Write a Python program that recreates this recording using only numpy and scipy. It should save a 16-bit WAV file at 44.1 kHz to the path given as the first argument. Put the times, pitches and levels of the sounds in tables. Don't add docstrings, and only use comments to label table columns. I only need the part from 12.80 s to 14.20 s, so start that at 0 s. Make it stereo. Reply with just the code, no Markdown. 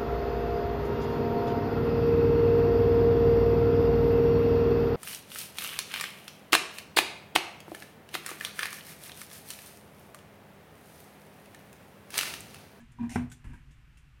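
import sys
import numpy as np
from scipy import signal
from scipy.fft import rfft, irfft, next_fast_len
from scipy.io import wavfile
from scipy.ndimage import uniform_filter1d

SR = 44100
rng = np.random.default_rng(int(sys.argv[2]) if len(sys.argv) > 2 else 0)


def transcribe(u):
    v = np.clip(np.atleast_2d(u).T, -1, 1)
    q = np.round(v * 32767).astype(np.int16)
    wavfile.write(sys.argv[1], SR, q)


N = 61739
T = np.arange(N) / SR

# start_s, strength_db, contact_ms
DOOR_BLOWS = [(0.3586, -1.5, 0.23), (0.3632, -8.5, 0.17), (0.3706, -20, 0.24), (.437, -12, 7.5)]
# pitch_hz, gain_db, t60_s
DOOR_MODES = [(103.4, -38, 0.6), (164.4, -36, 0.36), (215.3, -33.5, 0.14), (385, -37, 0.054),
              (475, -23, 0.025), (756, -18, 0.057), (846, -26.5, 0.023), (963, -20.5, 0.014),
              (1378, -37, 0.065), (1590, -27, 0.038), (1910, -31, 0.015), (2260, -34, 0.029),
              (2320, -18.5, 0.018)]
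# frequency_hz, gain_db
CLATTER_EQ = [(200, -8.5), (370, 1), (560, -1), (740, 5.5), (950, 1), (1170, -3), (1400, -6), (2400, -4.5),
              (3100, -17), (5000, -26), (14000, -72)]
SLAM_S = DOOR_BLOWS[0][0]


def door_thump(cushion_hz=2550, rebound_ms=1.767):
    pulses = [np.exp(-np.pi * ((T - start) * 1000 / ms) ** 2) for start, _, ms in DOOR_BLOWS]
    force = sum(from_db(db) * pulse / pulse.sum() for pulse, (_, db, _) in zip(pulses, DOOR_BLOWS))
    crack = from_db(-15) * pulses[0]
    thump = rolloff(ring(force, DOOR_MODES) + crack, "low", cushion_hz, order=6)
    thump = thump - delayed(thump, rebound_ms)
    thump = rolloff(thump, "high", hz=97)
    clatter = equalise(noise() * decay(SLAM_S, t60_s=0.32), CLATTER_EQ)
    return thump + from_db(-16.5) * kitchen_reverb(thump) + from_db(-32) * clatter


def panel_hum(pitch_hz=244.7, attack_s=0.0022, seal_start_s=0.452, grip_s=0.033, seal_loss_db=13):
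    attack = 1 - np.exp(-np.maximum(T - SLAM_S, 0) / attack_s)
    damping_db = seal_loss_db * np.clip((T - seal_start_s) / grip_s, 0, 1)
    return from_db(-21 - damping_db) * attack * ping(SLAM_S, pitch_hz, t60_s=0.56)


# time_s, level_db
GROAN_ENVELOPE = [(0, -53), (.035, -48), (.07, -69), (.18, -64), (.192, -46), (.205, -30), (.216, -25),
                  (.228, -33), (.241, -25.5), (.265, -31.5), (.284, -37.5), (.297, -42), (.326, -37.5),
                  (.342, -74), (.36, -90)]
# pitch_hz, gain_db, t60_s
SLIP_MODES = [(351, 5.5, 0.039), (705, -5, 0.027), (815, -2.5, 0.046), (953, 0, 0.14), (1000, -2, 0.064),
              (1580, 1.5, 0.0089), (1800, -14, 0.026), (2385, -7, 0.05), (2700, -35, 0.049)]


def hinge_groan(pitch_hz=235.7, wander=0.02, jitter_cycles=0.061, squeak_lead_s=0.0037):
    drift = unit_rms(uniform_filter1d(noise(), size=900))
    cycles = np.cumsum(pitch_hz * (1 + wander * drift)) / SR
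    uneven_cycles = cycles + jitter_cycles * unit_rms(uniform_filter1d(noise(), size=200))
    slips = np.diff(np.floor(np.maximum.accumulate(uneven_cycles)), prepend=0)
    rub = 0.11 * noise()
    effort = envelope(GROAN_ENVELOPE)
    groan = effort * unit_rms(np.sin(2 * np.pi * cycles))
    friction = np.interp(T + squeak_lead_s, T, effort / effort.max()) ** 0.79
    squeak = from_db(-40) * friction * hold_level(ring(slips + rub, SLIP_MODES))
    break_loose = from_db(-39) * ping(start_s=0.187, pitch_hz=968.6, t60_s=0.15)
    return break_loose + groan + squeak


# time_s, relative_db
SCRAPE_ENVELOPE = [(.292, -70), (.295, -46), (.308, -47), (.318, -44), (.333, -47), (.345, -43.5),
                   (.359, -43), (.367, -60)]
# frequency_hz, gain_db
LATCH_EQ = [(400, -18), (730, 12), (1150, -12.5), (1800, -1), (2500, 6), (3300, -6), (4300, -7.5),
            (5600, -3), (7500, -2.5), (8300, -7.5), (9100, 0.5), (10600, -11.5), (14500, -17)]


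def latch_scrape(grains_per_s=4000, spread_db=3, jerk_s=0.002, jerk_db=2, gain_db=2):
    grains = (rng.random(N) < grains_per_s / SR) * rng.choice([-1, 1], N)
    grains = grains * from_db(spread_db * noise())
    jerks = from_db(jerk_db * np.interp(T / jerk_s, np.arange(N), noise()))
    texture = hold_level(equalise(grains * jerks, LATCH_EQ), window_samples=600)
    scrape = from_db(gain_db) * envelope(SCRAPE_ENVELOPE) * texture
    return scrape + from_db(-2.5) * kitchen_reverb(scrape)


# start_s, strength_db, chatter_decay_s, treble_db, pitch_hz, ring_db
CLICKS = [(.002, -32, 0.017, -3.5, 1700, -49), (0.119, -34.5, 0.012, -2.5, 9500, -60.5),
          (0.227, -36, 0.02, -2, 2540, -66), (.294, -20, 0.0061, -26, 1830, -45.5),
          (0.5, -29, 0.018, 0.5, 7860, -51), (0.5165, -21.5, 0.0061, -2, 1511, -44.5),
          (.52, -22, 0.011, 3.5, 2360, -64), (0.649, -41.5, .012, -2, 9700, -69),
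          (0.734, -37, .016, 5, 956, -45.5), (0.74, -53, 0.024, -5, 1590, -45),
          (0.909, -31.5, 0.021, -13, 7860, -74), (1.1715, -32, 0.016, -0.5, 2700, -52.5),
          (1.177, -41, .02, 2, 9450, -64)]
# frequency_hz, gain_db
CLICK_EQ = [(400, -30), (1100, -17), (1700, 5), (3300, 2.5), (4300, -5.5), (5800, 0), (7400, 3.5),
            (8400, -1), (9400, 3), (10800, -9.5), (14500, -10.5)]


def metal_clicks(treble_hz=9500):
    chatter, rings = 0, 0
    lowpass = signal.butter(2, treble_hz, fs=SR, output="sos")
    for start_s, strength_db, decay_s, treble_db, pitch_hz, ring_db in CLICKS:
        grit = noise()
        dull = signal.sosfiltfilt(lowpass, grit)
        fade = (T >= start_s) * np.exp(-np.maximum(T - start_s, 0) / decay_s)
        burst = (dull + from_db(treble_db) * (grit - dull)) * fade
        chatter += from_db(strength_db) * burst / np.sqrt(decay_s * SR / 2)
        rings += from_db(ring_db) * ping(start_s, pitch_hz, t60_s=0.066)
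    chatter = equalise(chatter, CLICK_EQ)
    return rings + chatter + from_db(-5.5) * kitchen_reverb(chatter)


# time_s, level_db
PUSH_ENVELOPE = [(.185, -48), (.215, -43.5), (.28, -43), (.325, -54.5), (.37, -35), (.45, -41), (.49, -49),
                 (.56, -57)]
# frequency_hz, gain_db
BOOM_EQ = [(25, -35), (60, -3.5), (105, 9.5), (170, 0), (215, -8), (300, -0.5), (450, -44.5)]


def door_boom():
    return hold_level(equalise(noise(), BOOM_EQ)) * envelope(PUSH_ENVELOPE)


# time_s, level_db
SHUDDER_ENVELOPE = [(.635, -70), (.652, -41), (.672, -40.5), (.72, -42.5), (.75, -43.5), (.8, -58),
                    (.92, -56.5)]
# pitch_hz, gain_db, t60_s
CABINET_MODES = [(54.6, -2.5, 0.83), (94.2, -2, 0.43), (137.3, -4, 0.3), (176.5, -8, 0.21),
                 (240.7, 0.5, 0.18)]
# start_s, level_db
SHEET_RATTLES = [(0.643, -49), (0.697, -62), (0.735, -57.5)]
# frequency_hz, gain_db
RATTLE_EQ = [(300, -8), (520, -10), (950, -1), (1200, -6.5), (1600, -1), (2000, -3), (2800, -6),
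             (3700, -24.5), (9500, -19.5), (14000, -35)]


def cabinet_shudder():
    sway = hold_level(ring(noise(), CABINET_MODES)) * envelope(SHUDDER_ENVELOPE)
    shaking = sum(from_db(db) * decay(start_s, t60_s=0.34) for start_s, db in SHEET_RATTLES)
    return sway + shaking * equalise(noise(), RATTLE_EQ)


# frequency_hz, t60_s
KITCHEN_DECAY = [(300, 0.54), (800, 0.37), (2000, 0.093), (5000, 0.22), (9000, 0.23), (15000, 0.12)]


def kitchen_reverb(sound, build_s=0.0012):
    size = next_fast_len(N)
    hz = np.arange(size // 2 + 1) * SR / size
    white = np.exp(2j * np.pi * rng.random(len(hz)))
    bands = np.round(2 * np.log2(np.clip(hz, 200, 16000)))
    tail = 0
    for band in np.unique(bands):
        t60_s = at_hz(KITCHEN_DECAY, 2 ** (band / 2))
        tail += irfft(white * (bands == band), size)[:N] * decay(0, t60_s)
    tail = rolloff(tail * (1 - np.exp(-T / build_s)), "high", hz=328, order=2)
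    return signal.fftconvolve(sound, tail / np.sqrt(np.sum(tail ** 2)))[:N]


# frequency_hz, gain_db
ROOM_EQ = [(20, -3), (35, 1), (58, 6), (80, -6.5), (138, 1), (185, -14.5), (280, -14), (400, -21.5),
           (550, -23.5), (850, -21.5), (1600, -20.5), (2700, -18.5), (3600, -30), (5000, -35), (9300, -40),
           (11500, -53), (15000, -54)]


def room_tone(start_db=-53, fall_db_per_s=2):
    return from_db(start_db - fall_db_per_s * T) * unit_rms(equalise(noise(), ROOM_EQ))


def noise():
    return rng.standard_normal(N)


def from_db(db):
    return 10 ** (np.asarray(db) / 20)


def unit_rms(sound):
    return sound / np.sqrt(np.mean(sound ** 2) + 1e-20)


def hold_level(sound, window_samples=2205):
    return sound / np.sqrt(np.abs(uniform_filter1d(sound ** 2, window_samples)) + 1e-20)


def envelope(rows):
    time_s, level_db = np.transpose(rows)
    return from_db(np.interp(T, time_s, level_db, left=-120, right=-120))


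def decay(start_s, t60_s):
    return (T >= start_s) * np.exp(-np.log(1000) * np.maximum(T - start_s, 0) / t60_s)


def ping(start_s, pitch_hz, t60_s):
    return decay(start_s, t60_s) * np.sin(2 * np.pi * pitch_hz * (T - start_s))


def ring(force, modes):
    ringing = 0
    for pitch_hz, gain_db, t60_s in modes:
        radius = np.exp(-np.log(1000) / (t60_s * SR))
        angle = 2 * np.pi * pitch_hz / SR
        feedback = [1, -2 * radius * np.cos(angle), radius * radius]
        ringing += from_db(gain_db) * signal.lfilter([0, np.sin(angle)], feedback, force + 1e-18)
    return ringing


def at_hz(rows, hz):
    frequencies, values = np.transpose(rows)
    return np.interp(np.log(np.maximum(hz, 1)), np.log(frequencies), values)


def equalise(sound, curve):
    size = 2 * next_fast_len(N)
    gain = unit_rms(from_db(at_hz(curve, np.arange(size // 2 + 1) * SR / size)))
    cepstrum = irfft(np.log(gain))
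    cepstrum[1:size // 2] *= 2
    cepstrum[size // 2 + 1:] = 0
    return irfft(rfft(sound, size) * np.exp(rfft(cepstrum)))[:N]


def rolloff(sound, keep, hz, order=1):
    return signal.sosfilt(signal.butter(order, hz, keep, fs=SR, output="sos"), sound)


def delayed(sound, ms):
    return np.interp(T - ms / 1000, T, sound)


def scene():
    right = (hinge_groan() + latch_scrape() + door_thump() + panel_hum()
             + metal_clicks() + door_boom() + cabinet_shudder() + room_tone())
    left = from_db(0.5) * delayed(rolloff(right, "low", hz=282), ms=0.49)
    return np.array([left, right])


# frequency_hz, gain_db
HISS_EQ = [(100, 5.5), (1500, 9.5), (3000, 8.5), (6000, 0.5), (15000, -3)]


def record(dry, hiss_db=-73.5, cutoff_hz=15050):
    hiss = from_db(hiss_db) * np.array([equalise(noise(), HISS_EQ) for _ in range(2)])
    top_cut = signal.ellip(10, 0.2, 80, cutoff_hz, fs=SR, output="sos")
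    return signal.sosfilt(top_cut, dry + hiss)


dry = scene()
out = record(dry)
transcribe(out)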